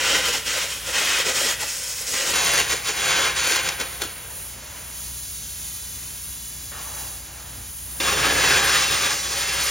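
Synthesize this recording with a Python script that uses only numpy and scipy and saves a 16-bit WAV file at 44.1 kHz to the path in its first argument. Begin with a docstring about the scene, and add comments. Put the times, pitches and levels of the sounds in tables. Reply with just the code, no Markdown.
"""Air-arc gouging on a steel excavator bucket, a few metres off, under an open workshop roof.
The arc roars, sizzles and cracks, ringing the bucket's hollows and ribs; compressed air blows the melt
out in puffs. The arc sputters out near 4 s, the jet hisses and rushes over the steel while the torch
is moved, and the arc strikes again at 8 s. An engine drones in the yard."""
import sys
import numpy as np
from scipy import signal
from scipy.fft import rfft, irfft, next_fast_len
from scipy.io import wavfile
from scipy.ndimage import uniform_filter1d, map_coordinates

SR = 44100
rng = np.random.default_rng(int(sys.argv[2]) if len(sys.argv) > 2 else 0)


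def store_pcm(level_fs):
    """Save levels as 16-bit WAV."""
    pcm = np.round(np.clip(level_fs, -1, 1) * 32767).astype(np.int16)
    wavfile.write(sys.argv[1], SR, np.atleast_2d(pcm).T)


N = 427769
TIME_S = np.arange(N) / SR
CHANGE_S, RESTRIKE_S = 2.33, 8.0  # sound abruptly changes colour and widens; last pass starts

# Stop-and-go burns: t/s, length/s, relative roar/dB, swell/dB, gurgle/dB re roar, sizzle/dB re roar
ARC_BURNS = [(-0.021, 0.22, -23, 1, -9.5, -5.0), (0.221, 0.069, -24.5, 3, -9, -3.5),
             (0.312, 0.027, -25, 2, -7, -1), (0.446, 0.2, -26.5, -3, -13, -2.5),
             (0.672, 0.13, -36, -6, -15.5, 1), (0.842, 0.079, -31, -4, -13, -1.5),
             (0.917, 0.29, -23, 0, -12.5, -5), (1.228, 0.065, -25.0, 2, -7, -2.0),
             (1.328, 0.18, -26, -1.5, -7.5, 0.5), (1.583, 0.05, -31, 0.5, -5.5, 2),
             (1.659, 0.36, -45.5, -0.5, -19, 14), (2.043, 0.08, -39, 4.5, -5, 9.5),
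             (2.112, 0.2, -28.0, 2, -6.5, 0.5), (2.3, 0.31, -23, 2.5, -11.5, -2),
             (2.674, 0.054, -27, 4, -10.5, 0), (2.824, 0.069, -29, 9.5, -18, -2.0),
             (2.944, 0.14, -26.5, 6.5, -12, -3.5), (3.076, 0.2, -22, 1, -11.5, -6),
             (3.344, 0.21, -23.5, 2.5, -15.5, -3), (3.566, 0.13, -28.5, -0.5, -11, -4.5),
             (3.781, 0.032, -29, 3.5, -8.5, -7), (3.994, 0.028, -31.5, 1, -5, -2)]
# Hot groove between burns, relative: gurgle/dB, roar/dB, sizzle/dB
GROOVE_SMOULDER = (-47.5, -38, -42.5)
# Unbroken last burn, relative: t/s, gurgle/dB, roar/dB, sizzle/dB
LAST_BURN = [(8.02, -33.5, -26, -28.5), (8.15, -32.5, -26, -29), (8.254, -29.5, -20, -27),
             (8.348, -31.5, -25.5, -28.5), (8.488, -31, -20, -24.5), (8.64, -33.5, -21.5, -26),
             (8.735, -35, -20, -24), (8.844, -37, -23.5, -26), (8.886, -37, -25, -28),
             (8.922, -34, -24, -26), (9.002, -39.5, -27.5, -28), (9.038, -36, -22, -26.5),
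             (9.2, -43, -33.5, -30), (9.3, -41, -31, -29.5), (9.38, -40, -27, -28), (9.59, -40.5, -26, -29),
             (9.64, -41.5, -26, -26.5)]
# Arc unsteadiness: t/s, crackle/dB re smooth roar
ARC_SPUTTER = [(0, -19), (2.2, -4.5), (2.75, 1.5), (3.1, -12.5), (3.55, 0.5), (4.1, -19), (8.5, -9),
               (9.2, -14)]
# Arc spectrum per stretch (before CHANGE_S, until the arc goes out, last burn): f/Hz, relative density/dB
STRETCH_1_SPECTRUM = [(80, -25), (150, -12.5), (200, -11.5), (400, -7.5), (520, -5), (750, -10.5), (1400, -4),
                      (2000, -2.5), (3200, -2), (3700, -2.5), (7000, 2), (9000, -3), (11000, -20),
                      (15500, -11)]
STRETCH_2_SPECTRUM = [(80, -27), (150, -3.5), (220, -13.5), (320, -8), (470, -2), (620, -10), (900, -4.5),
                      (1500, -1.5), (2700, -0.5), (5800, -1), (6600, 2.5), (9000, -4), (12500, -27),
                      (15500, -14.5)]
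STRETCH_3_SPECTRUM = [(50, -33), (140, -2.5), (220, -11), (400, -3), (650, -8), (1200, -1.5), (1700, -1),
                      (2200, 1.5), (4000, -1), (7000, -1.5), (9000, -3.5), (11000, -22), (12500, -18),
                      (15500, -15)]
# Hollows between lip, teeth and ribs, per stretch: f/Hz, width/Hz, nominal boost/dB
STRETCH_1_HOLLOWS = [(495, 94, 3), (960, 46, 3.5), (1410, 170, 5), (1600, 42, 2), (1960, 64, 5.5),
                     (2540, 60, 5.5), (2796, 75, 5), (3060, 280, 4), (4520, 120, -3), (5360, 340, 3)]
STRETCH_2_HOLLOWS = [(363, 40, 2), (725, 130, 3.9), (1100, 65, 2.8), (1433, 82, 3.3), (1560, 150, 3.2),
                     (2210, 190, 1.4), (2360, 59, 1.9), (2460, 28, 3.2), (2750, 95, 3.8), (3260, 63, 1.5)]
STRETCH_3_HOLLOWS = [(786, 25, 8.3), (1168, 114, 8.9), (1370, 92, 3.5), (1644, 250, 6.8), (1750, 82, 1.9),
                     (2090, 19, 3.5), (2490, 81, 4.6), (2720, 100, 7.6), (3540, 340, 3.4), (4200, 79, 2.5),
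                     (5100, 230, 2.9)]
# Torch depth in the hollows: t/s, factor on boost
HOLLOW_DEPTH = [(4.3, 1), (8.05, 1.35), (8.45, 0.99), (8.8, 1.05), (9.3, 0.72)]
# Bursting droplets: f/Hz, relative density/dB
SPATTER_SPECTRUM = [(4000, -38), (7000, -18), (8600, 7.5), (11000, 8.5), (12500, 6), (15500, -17)]
# Arc cracks: t/s, relative level/dB
ARC_CRACKS = [(0.9834, -7), (1.092, -10), (1.2973, -9), (2.3672, -10), (2.579, -7), (2.7189, -10),
              (2.732, -12), (2.885, -7), (3.088, -6), (3.474, -4), (3.498, -9), (3.512, -17), (3.523, -11),
              (3.533, -8), (3.543, -12), (3.561, -3), (3.566, -2), (3.689, -1), (3.692, -3), (3.8008, -5),
              (3.809, -11), (3.814, -9), (4.0189, -4), (4.0203, -5), (4.0228, -6.5), (4.0363, -11),
              (4.041, -12), (4.052, -14), (4.056, -17)]
# Resonances among the ribs: f/Hz, width/Hz, relative level/dB
RIB_MODES = [(1486, 39, -3), (1880, 95, -10), (2450, 52, -5), (3260, 36, -6), (3490, 57, -1),
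             (4180, 31, -2), (4350, 51, -16), (5420, 51, -9), (5820, 31, -11), (6700, 39, -15),
             (6650, 64, -11)]
# Melt blown from the groove: t/s, relative level/dB, Gaussian sigma/s, f/Hz
MELT_PUFFS = [(0.108, -36, 0.014, 520), (.195, -33, .009, 510), (0.289, -32, 0.0072, 503),
              (0.353, -34, 0.011, 880), (0.57, -34, 0.015, 523), (0.649, -36.5, .015, 554),
              (.89, -37, 0.013, 520), (.96, -36.5, 0.013, 510), (1.019, -33, .01, 520),
              (1.199, -35.5, 0.0067, 474), (1.269, -34, .008, 400), (1.298, -30, 0.0082, 523),
              (1.415, -34, 0.0091, 550), (1.458, -33, 0.011, 477), (1.634, -33, 0.0078, 905),
              (2.016, -41, 0.0069, 520), (2.611, -33, .006, 380), (2.742, -30.5, 0.0079, 444),
              (2.903, -34, 0.011, 443), (3.477, -30.5, .005, 450), (3.512, -29.5, .004, 400),
              (3.53, -32, .004, 340), (3.816, -34, 0.007, 455), (4.025, -29.5, 0.003, 350),
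              (4.038, -31, 0.0027, 1400), (4.05, -40, .005, 300)]

# Jet, louder as the nozzle faces the listener: t/s, hiss/dB, fizz/dB
NOZZLE_LEVELS = [(4.2, -44, -38), (4.44, -41.5, -35.5), (4.62, -42.5, -43), (4.9, -41.5, -38.5),
                 (5.0, -38.5, -35), (5.7, -37.5, -35), (6.1, -40, -35.5), (6.74, -40, -37),
                 (7.06, -38.5, -34.5), (7.3, -43, -43), (7.6, -42.5, -38), (7.98, -42, -34.5),
                 (9.3, -43, -53)]
# Jet fizz, free hiss, rush on steel, pocket between the teeth: f/Hz, relative density/dB
FIZZ_SPECTRUM = [(4000, -43), (6500, -4), (7600, -9.5), (8700, 6), (9300, 5), (10800, 8), (12000, 1),
                 (13000, -1.5), (14500, 2), (15500, 2.5)]
HISS_SPECTRUM = [(300, -20), (1200, -15), (2400, -9.5), (3200, -4.5), (5400, -3), (6650, 2), (7400, 1.5),
                 (8250, -8), (8600, -36), (9500, -53), (15000, -26)]
RUSH_SPECTRUM = [(100, -10), (240, -3.5), (400, 0.5), (640, 2), (810, -2), (930, 4.5), (1150, -0.5),
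                 (1450, 2), (1650, 1), (2000, 1.5), (3000, 0), (6000, -17), (12000, -35)]
POCKET_SPECTRUM = [(150, -12), (340, -4), (570, 1), (720, -3.5), (830, 2), (950, -8), (1220, 0),
                   (1500, -0.5), (1740, 2.5), (2100, -4), (3000, -3), (6000, -20), (12000, -35)]
# Jet echo off the side plate: t/s, delay/ms, gain
SIDE_ECHO = [(4.1, 1, 0.15), (5.3, 1.8, 0.11), (5.9, 2.03, 0.45), (6.4, 1.75, 0.42), (7, 1.77, 0.62),
             (7.25, 1.8, .15), (8, 1, 0.11)]
# Jet drifting off the steel, then back into the pocket: t/s, relative level/dB
RUSH_LEVEL = [(4.15, -43), (4.42, -48), (4.78, -44), (5.32, -60.5), (6.13, -52.5), (6.68, -60)]
POCKET_LEVEL = [(6.712, -40.5), (6.8, -40), (6.85, -42), (7.0, -42.5), (7.22, -52), (7.38, -46),
                (7.582, -50.5), (7.786, -64), (7.98, -49)]
# Pocket resonance: start f/Hz, end f/Hz, time constant/s, width/Hz
POCKET_GLIDE = (1400, 860, 0.11, 560)
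# Brief whistle in the hiss: t/s, level/dB, signed Gaussian sigma/s, f/Hz, width/Hz
HISS_WHISTLE = (6.975, -47.5, -0.1, 6270, 130)

# Echoes inside the bucket: delay/ms, gain
PLATE_ECHOES = [(.8, -0.074), (2.1, 0.038), (2.8, -0.0002), (3.85, 0.13), (5.6, 0.15), (7.3, 0.21),
                (11, 0.15), (16, 0.12), (23, 0.28)]
# Roof decay: f/Hz, T60/s
ROOF_T60 = [(200, 0.11), (2000, 0.58), (10000, 0.032)]
# Engine and yard: t/s, relative level/dB
ENGINE_LEVEL = [(0.0, -47), (0.08, -45.5), (1.73, -48.5), (2.27, -51.5), (2.32, -42), (4.27, -45.5),
                (7.73, -42.5), (8.24, -37), (9.4, -44), (9.7, -43)]
# Engine tones: f/Hz, relative level/dB
ENGINE_TONES = [(60, 1.5), (90, -7), (120, -7.5), (156, -8.5)]
# Yard rumble: f/Hz, relative density/dB
YARD_SPECTRUM = [(20, -30), (35, -9), (46, 1), (60, -3), (80, 2), (150, -8), (220, -8.5), (500, -21),
                 (2000, -17.5), (10000, -28)]
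# Stereo width: f/Hz, side gain/dB
SIDE_GAIN = [(40, -30), (70, -39), (150, -19), (300, -14.5), (600, -7.5), (1000, -8.5), (1500, -12),
             (2100, -60), (3500, -59), (5700, -20), (7200, -38), (8400, -82), (9100, -2), (15000, -1)]
# Balance: f/Hz, left minus right/dB
BALANCE = [(350, 0), (580, 1.6), (850, .4), (1150, 1.4), (1600, 0)]
# Phase twist, channels opposed near 5 kHz, after CHANGE_S near 8 kHz: f/Hz, left minus right/rad
PHASE_EARLY = [(4500, 0), (4880, -1), (5030, -5.2), (5250, -6.28), (6300, -6.28), (7600, -7.1),
               (10000, -6.28)]
PHASE_LATE = [(2200, 0), (2800, .62), (4000, .7), (5000, .4), (5300, 0), (6300, 0), (7000, .7), (7500, 1.6),
              (7950, 3.05), (8450, 3.25), (8850, 5.9), (9500, 6.28)]


def arc(flutter_db=1.0):
    """Turbulent hot air plus crackling discharges, fluttering with the gap; heard in three stretches, the first
    two parted by an abrupt change of colour at CHANGE_S."""
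    crackle = amp(curves(ARC_SPUTTER)[0])
    flow = (noise() + crackle * sparks(rate_hz=1100, spread_db=2)) / np.hypot(1, crackle)
    flow = bucket(flow * amp(flutter_db * wobble(45)))
    broken, unbroken = burns(), amp(curves(LAST_BURN))
    first = gouge(flow, broken, STRETCH_1_SPECTRUM, STRETCH_1_HOLLOWS, start_s=-0.01,
                  stop_s=CHANGE_S + 0.0037, fade_s=0.0078, trims_db=(-2.8, -0.2, 1), side_db=-4)
    second = gouge(flow, broken, STRETCH_2_SPECTRUM, STRETCH_2_HOLLOWS, start_s=CHANGE_S,
                   stop_s=4.36, fade_s=0.15, trims_db=(-0.3, -0.1, 1.4), side_db=2)
    third = gouge(flow, unbroken, STRETCH_3_SPECTRUM, STRETCH_3_HOLLOWS, start_s=RESTRIKE_S,
                  stop_s=9.8, fade_s=0.01, trims_db=(0.4, -0.1, 1.6), side_db=3)
    sizzle = np.where(TIME_S < RESTRIKE_S, broken[2], unbroken[2])
    return first + second + third + spatter(sizzle)


def burns(catch_s=0.032, die_db_per_s=224, lift_s=3.81, cool_db_per_s=13.5):
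    """Gurgle, roar, sizzle gains: burns catch, swell and die to a smoulder that cools on torch lift."""
    cooling_db = cool_db_per_s * np.maximum(TIME_S - lift_s, 0)
    power = amp(np.array(GROOVE_SMOULDER)[:, None] - cooling_db) ** 2
    for start_s, length_s, roar_db, swell_db, gurgle_db, sizzle_db in ARC_BURNS:
        span = (TIME_S > start_s) & (TIME_S < start_s + length_s + 0.5)
        age_s = TIME_S[span] - start_s
        attack = np.minimum(age_s / catch_s, 1)
        level_db = roar_db + swell_db * (np.minimum(age_s / length_s, 1) - 0.5)
        level_db -= die_db_per_s * np.maximum(age_s - length_s, 0)
        power[:, span] += (attack * amp(level_db) * amp([[gurgle_db], [0], [sizzle_db]])) ** 2
    return np.sqrt(power)


def gouge(flow, gains, spectrum, modes, start_s, stop_s, fade_s, trims_db, side_db):
    """One stretch of gouging: gurgle in the melt (low), roar along the groove (mid), sizzle at the electrode
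    (high)."""
    def crossover(hz, low_hz=850, high_hz=4200):
        low, low_mid = (1 / (1 + (hz / edge_hz) ** 8) for edge_hz in (low_hz, high_hz))
        return (amp(along(spectrum, hz)) * np.array([low, low_mid - low, 1 - low_mid]))[:, None]

    bands = filtered(hollows(flow, modes), crossover)
    sound = sum(gain * amp(db) * unit(band) for gain, db, band in zip(gains, trims_db, bands))
    gate = ramp(start_s, 0.0029) * np.clip((stop_s - TIME_S) / fade_s, 0, 1)
    return gate * sound * amp([[0], [side_db]])


def sparks(rate_hz, spread_db):
    """Tiny discharges, random in time and size; rms 1."""
    fires = rng.random((2, N)) < rate_hz / SR
    return unit(fires * amp(spread_db * np.clip(noise(), -2, 2)))


def bucket(flow, drift=0.01944):
    """Near echoes off the plates, shifting as the torch travels."""
    echoes = sum(gain * delayed(flow, ms * (1 + drift * wobble(1.2))) for ms, gain in PLATE_ECHOES)
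    return unit(flow + echoes)


def hollows(flow, modes, swing=0.35, drift=0.014, smooth_frames=11):
    """Cavity resonances swing in strength and drift in pitch as the jet passes."""
    def wander():
        steps = rng.standard_normal(len(frames_s))
        return unit(uniform_filter1d(uniform_filter1d(steps, smooth_frames), smooth_frames))

    hz, frames_s, spectra = signal.stft(flow, SR, nperseg=2048)
    depth = np.interp(frames_s, *np.transpose(HOLLOW_DEPTH))
    boost_db = 0
    for centre_hz, width_hz, db in modes:
        strength = np.clip(1 + swing * wander(), 0, 1.7)
        pitch_hz = centre_hz * (1 + drift * wander())
        boost_db += db * strength * peak(hz[:, None] - pitch_hz, width_hz)
    return signal.istft(spectra * amp(depth * boost_db), nperseg=2048)[1][:, :N]


def spatter(sizzle, gain_db=-12, decay_s=0.0099):
    """Flying steel droplets burst in bright spits, scaled by the sizzle."""
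    onsets = sparks(rate_hz=260, spread_db=8.5)[0]
    bursts = signal.lfilter([1], [1, -np.exp(-1 / (decay_s * SR))], onsets)
    return amp(gain_db) * sizzle * coloured(bursts * noise(), SPATTER_SPECTRUM)


def cracks(shock_s=0.00021, rattle_s=0.0032, rattle_db=-19, trim_db=-4, ring_db=15):
    """The arc breaks with a pressure step that rattles among the steel ribs and rings them."""
    def ribs(hz):
        ring = sum(amp(db + ring_db) * 1j * hz * width_hz / (mode_hz ** 2 - hz ** 2 + 1j * hz * width_hz)
                   for mode_hz, width_hz, db in RIB_MODES)
        tone_db = along([(80, -17), (350, 3.5), (800, 0.5), (3000, -1), (7000, 7.5), (15000, -3)], hz)
        return (1 + ring) * amp(tone_db)

    age_s = np.arange(SR // 10) / SR
    shock = (1 - 2 * age_s / shock_s) * np.exp(-2 * age_s / shock_s)
    out = np.zeros((2, N + SR))
    for start_s, db in ARC_CRACKS:
        rattle = amp(rattle_db) * np.exp(-age_s / rattle_s) * noise(len(age_s))
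        out[:, round(start_s * SR):][:, :len(age_s)] += amp(db + trim_db) * (rattle - shock)
    return filtered(out[:, :N], ribs)


def puffs(q=5.7, broadband_db=-13):
    """Each gob of melt leaves with a throaty puff, pitched by the hollow it is blown into."""
    offset_s = np.arange(-SR // 10, SR // 10) / SR
    out = np.zeros((2, N + SR))
    for centre_s, db, sigma_s, hz in MELT_PUFFS:
        swell = np.exp(-0.5 * (offset_s / sigma_s) ** 2)
        gust = swell * noise(len(swell))
        throat = unit(signal.lfilter(*signal.iirpeak(hz, q, SR), gust))
        puff = throat + amp(broadband_db) * unit(gust)
        start = max(round((centre_s + offset_s[0]) * SR), 0)
        out[:, start:start + len(swell)] += amp(db) * np.sqrt(np.mean(swell ** 2)) * puff
    return equalised(out[:, :N], [(2000, 0), (7000, -25)])


def air(arc_out_s=4.05):
    """The jet fizzes throughout; with the arc out it also hisses freely and rushes on the steel."""
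    hiss_db, fizz_db = curves(NOZZLE_LEVELS)
    echo_ms, echo_gain = curves(SIDE_ECHO)
    rush = amp(curves(RUSH_LEVEL)[0] + 1) * coloured(noise(), RUSH_SPECTRUM)
    on_steel = rush + pocket()
    free = coloured(noise(), HISS_SPECTRUM)
    hiss = amp(hiss_db + 0.53 * wobble(29)) * unit(free + echo_gain * delayed(free, echo_ms))
    flutter_db = 0.7 * (wobble(43) + wobble(12))
    fizz = amp(fizz_db + flutter_db) * coloured(noise(), FIZZ_SPECTRUM)
    arc_out = ramp(arc_out_s, 0.27) * (TIME_S < RESTRIKE_S + 0.005)
    return arc_out * (amp(0.5 * wobble(12)) * on_steel + hiss) + fizz


def pocket(hoot_share=0.3, trim_db=0.5, rise_s=0.0066):
    """Swinging back, the jet catches between the teeth and turns hollow."""
    start_s = POCKET_LEVEL[0][0]
    rush = np.sqrt(1 - hoot_share) * coloured(noise(), POCKET_SPECTRUM)
    gain = ramp(start_s, rise_s) * amp(curves(POCKET_LEVEL)[0] + trim_db)
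    return gain * (rush + np.sqrt(hoot_share) * hoot(start_s))


def hoot(start_s):
    """The pocket's resonance, a noise band, sinks as the jet goes deeper; rms 1."""
    start_hz, end_hz, glide_s, width_hz = POCKET_GLIDE
    pitch_hz = end_hz + (start_hz - end_hz) * np.exp(-np.maximum(TIME_S - start_s, 0) / glide_s)
    phase = 2 * np.pi * np.cumsum(pitch_hz) / SR
    return unit(noise_band(0, width_hz) * np.cos(phase) + noise_band(0, width_hz) * np.sin(phase))


def whistle():
    """A brief airy whistle: a narrow band of the hiss swells near 6.3 kHz."""
    centre_s, db, sigma_s, pitch_hz, width_hz = HISS_WHISTLE
    swell = np.exp(-0.5 * ((TIME_S - centre_s) / sigma_s) ** 2)
    return amp(db) * swell * unit(noise_band(pitch_hz, width_hz))


def roof(x):
    """Short roof reverberation; treble dies first."""
    hz, age_s, spectra = signal.stft(noise(SR // 2), SR, nperseg=256)
    decay = amp(-60 * age_s / along(ROOF_T60, hz)[:, None])
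    tail = signal.istft(spectra * decay, SR, nperseg=256)[1]
    return signal.fftconvolve(x, tail / np.linalg.norm(tail[0]), axes=1)[:, :N]


def engine(drone_db=-1.5, rumble_db=-2, waver_db=1.3):
    """Distant engine: a slightly unsteady, centred drone over the yard's rumble."""
    clock_s = TIME_S + 0.0009 * wobble(3.7)
    drone = sum(amp(db + 1.35 * wobble(5.9)) * np.sin(2 * np.pi * (hz * clock_s + rng.random()))
                for hz, db in ENGINE_TONES)
    gain = amp(curves(ENGINE_LEVEL)[0] + waver_db * wobble(9))
    rumble = amp(rumble_db) * coloured(noise(), YARD_SPECTRUM)
    return gain * (amp(drone_db) * unit(drone) * [[1], [0]] + rumble)


def stereo(mid, side):
    """Mid/side to left/right, skewed in level and phase; the phase twist switches at CHANGE_S."""
    split = np.array([[0.5], [-0.5]])
    pair = filtered(np.array([mid + side, mid - side]), lambda hz: amp(split * along(BALANCE, hz)))
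    early = filtered(pair, lambda hz: np.exp(1j * split * along(PHASE_EARLY, hz)))
    late = filtered(pair, lambda hz: np.exp(1j * split * along(PHASE_LATE, hz)))
    blend = ramp(CHANGE_S, 0.0075)
    return (1 - blend) * early + blend * late


def amp(db):
    """dB to gain."""
    return 10 ** (np.asarray(db) / 20)


def unit(x):
    """Scale to rms 1."""
    return x / np.sqrt(np.mean(x ** 2) + 1e-20)


def along(points, hz):
    """Interpolate (f/Hz, value) points on a log axis."""
    knots_hz, values = np.transpose(points)
    return np.interp(np.log(hz + 1), np.log(knots_hz + 1), values)


def curves(rows):
    """Per-sample curve for each column after t/s."""
    knots_s, *columns = np.transpose(rows)
    return [np.interp(TIME_S, knots_s, column) for column in columns]


def ramp(start_s, rise_s):
    """Linear rise, 0 to 1."""
    return np.clip((TIME_S - start_s) / rise_s, 0, 1)


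def wobble(rate_hz):
    """Smooth random curve, rate_hz knots a second."""
    return map_coordinates(rng.standard_normal(int(N * rate_hz / SR) + 4), [TIME_S * rate_hz])


def peak(offset_hz, width_hz):
    """Resonance bell, height 1."""
    return 1 / (1 + (2 * offset_hz / width_hz) ** 2)


def noise(samples=N):
    """White mid/side noise."""
    return rng.standard_normal((2, samples))


def noise_band(centre_hz, width_hz):
    """Bell-filtered mid/side noise."""
    return filtered(noise(), lambda hz: peak(hz - centre_hz, width_hz))


def filtered(x, response):
    """Apply response(hz) by FFT."""
    size = next_fast_len(N + 8192, True)
    return irfft(rfft(x, size) * response(np.fft.rfftfreq(size, 1 / SR)), size)[..., :N]


def equalised(x, points):
    """Apply (f/Hz, gain/dB) points."""
    return filtered(x, lambda hz: amp(along(points, hz)))


def coloured(x, spectrum):
    """Equalise, then scale to rms 1."""
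    return unit(equalised(x, spectrum))


def delayed(x, delay_ms):
    """Moving delay on a mid/side pair."""
    return np.array([np.interp(TIME_S - delay_ms / 1000, TIME_S, row) for row in x])


def scene(roof_db=-15):
    """All sources straight ahead: narrow bass, wide top treble."""
    torch = arc() + puffs() + cracks()
    mid, side = torch + amp(roof_db) * roof(torch) + air() + whistle() + engine()
    return stereo(mid, equalised(side, SIDE_GAIN))


def record(dry, ceiling=0.6, top_hz=15850):
    """Round off the tallest spikes; cut everything above top_hz."""
    rounded = dry / (1 + np.abs(dry / ceiling) ** 6) ** (1 / 6)
    return filtered(rounded, lambda hz: hz < top_hz)


dry = scene()
out = record(dry)
store_pcm(out)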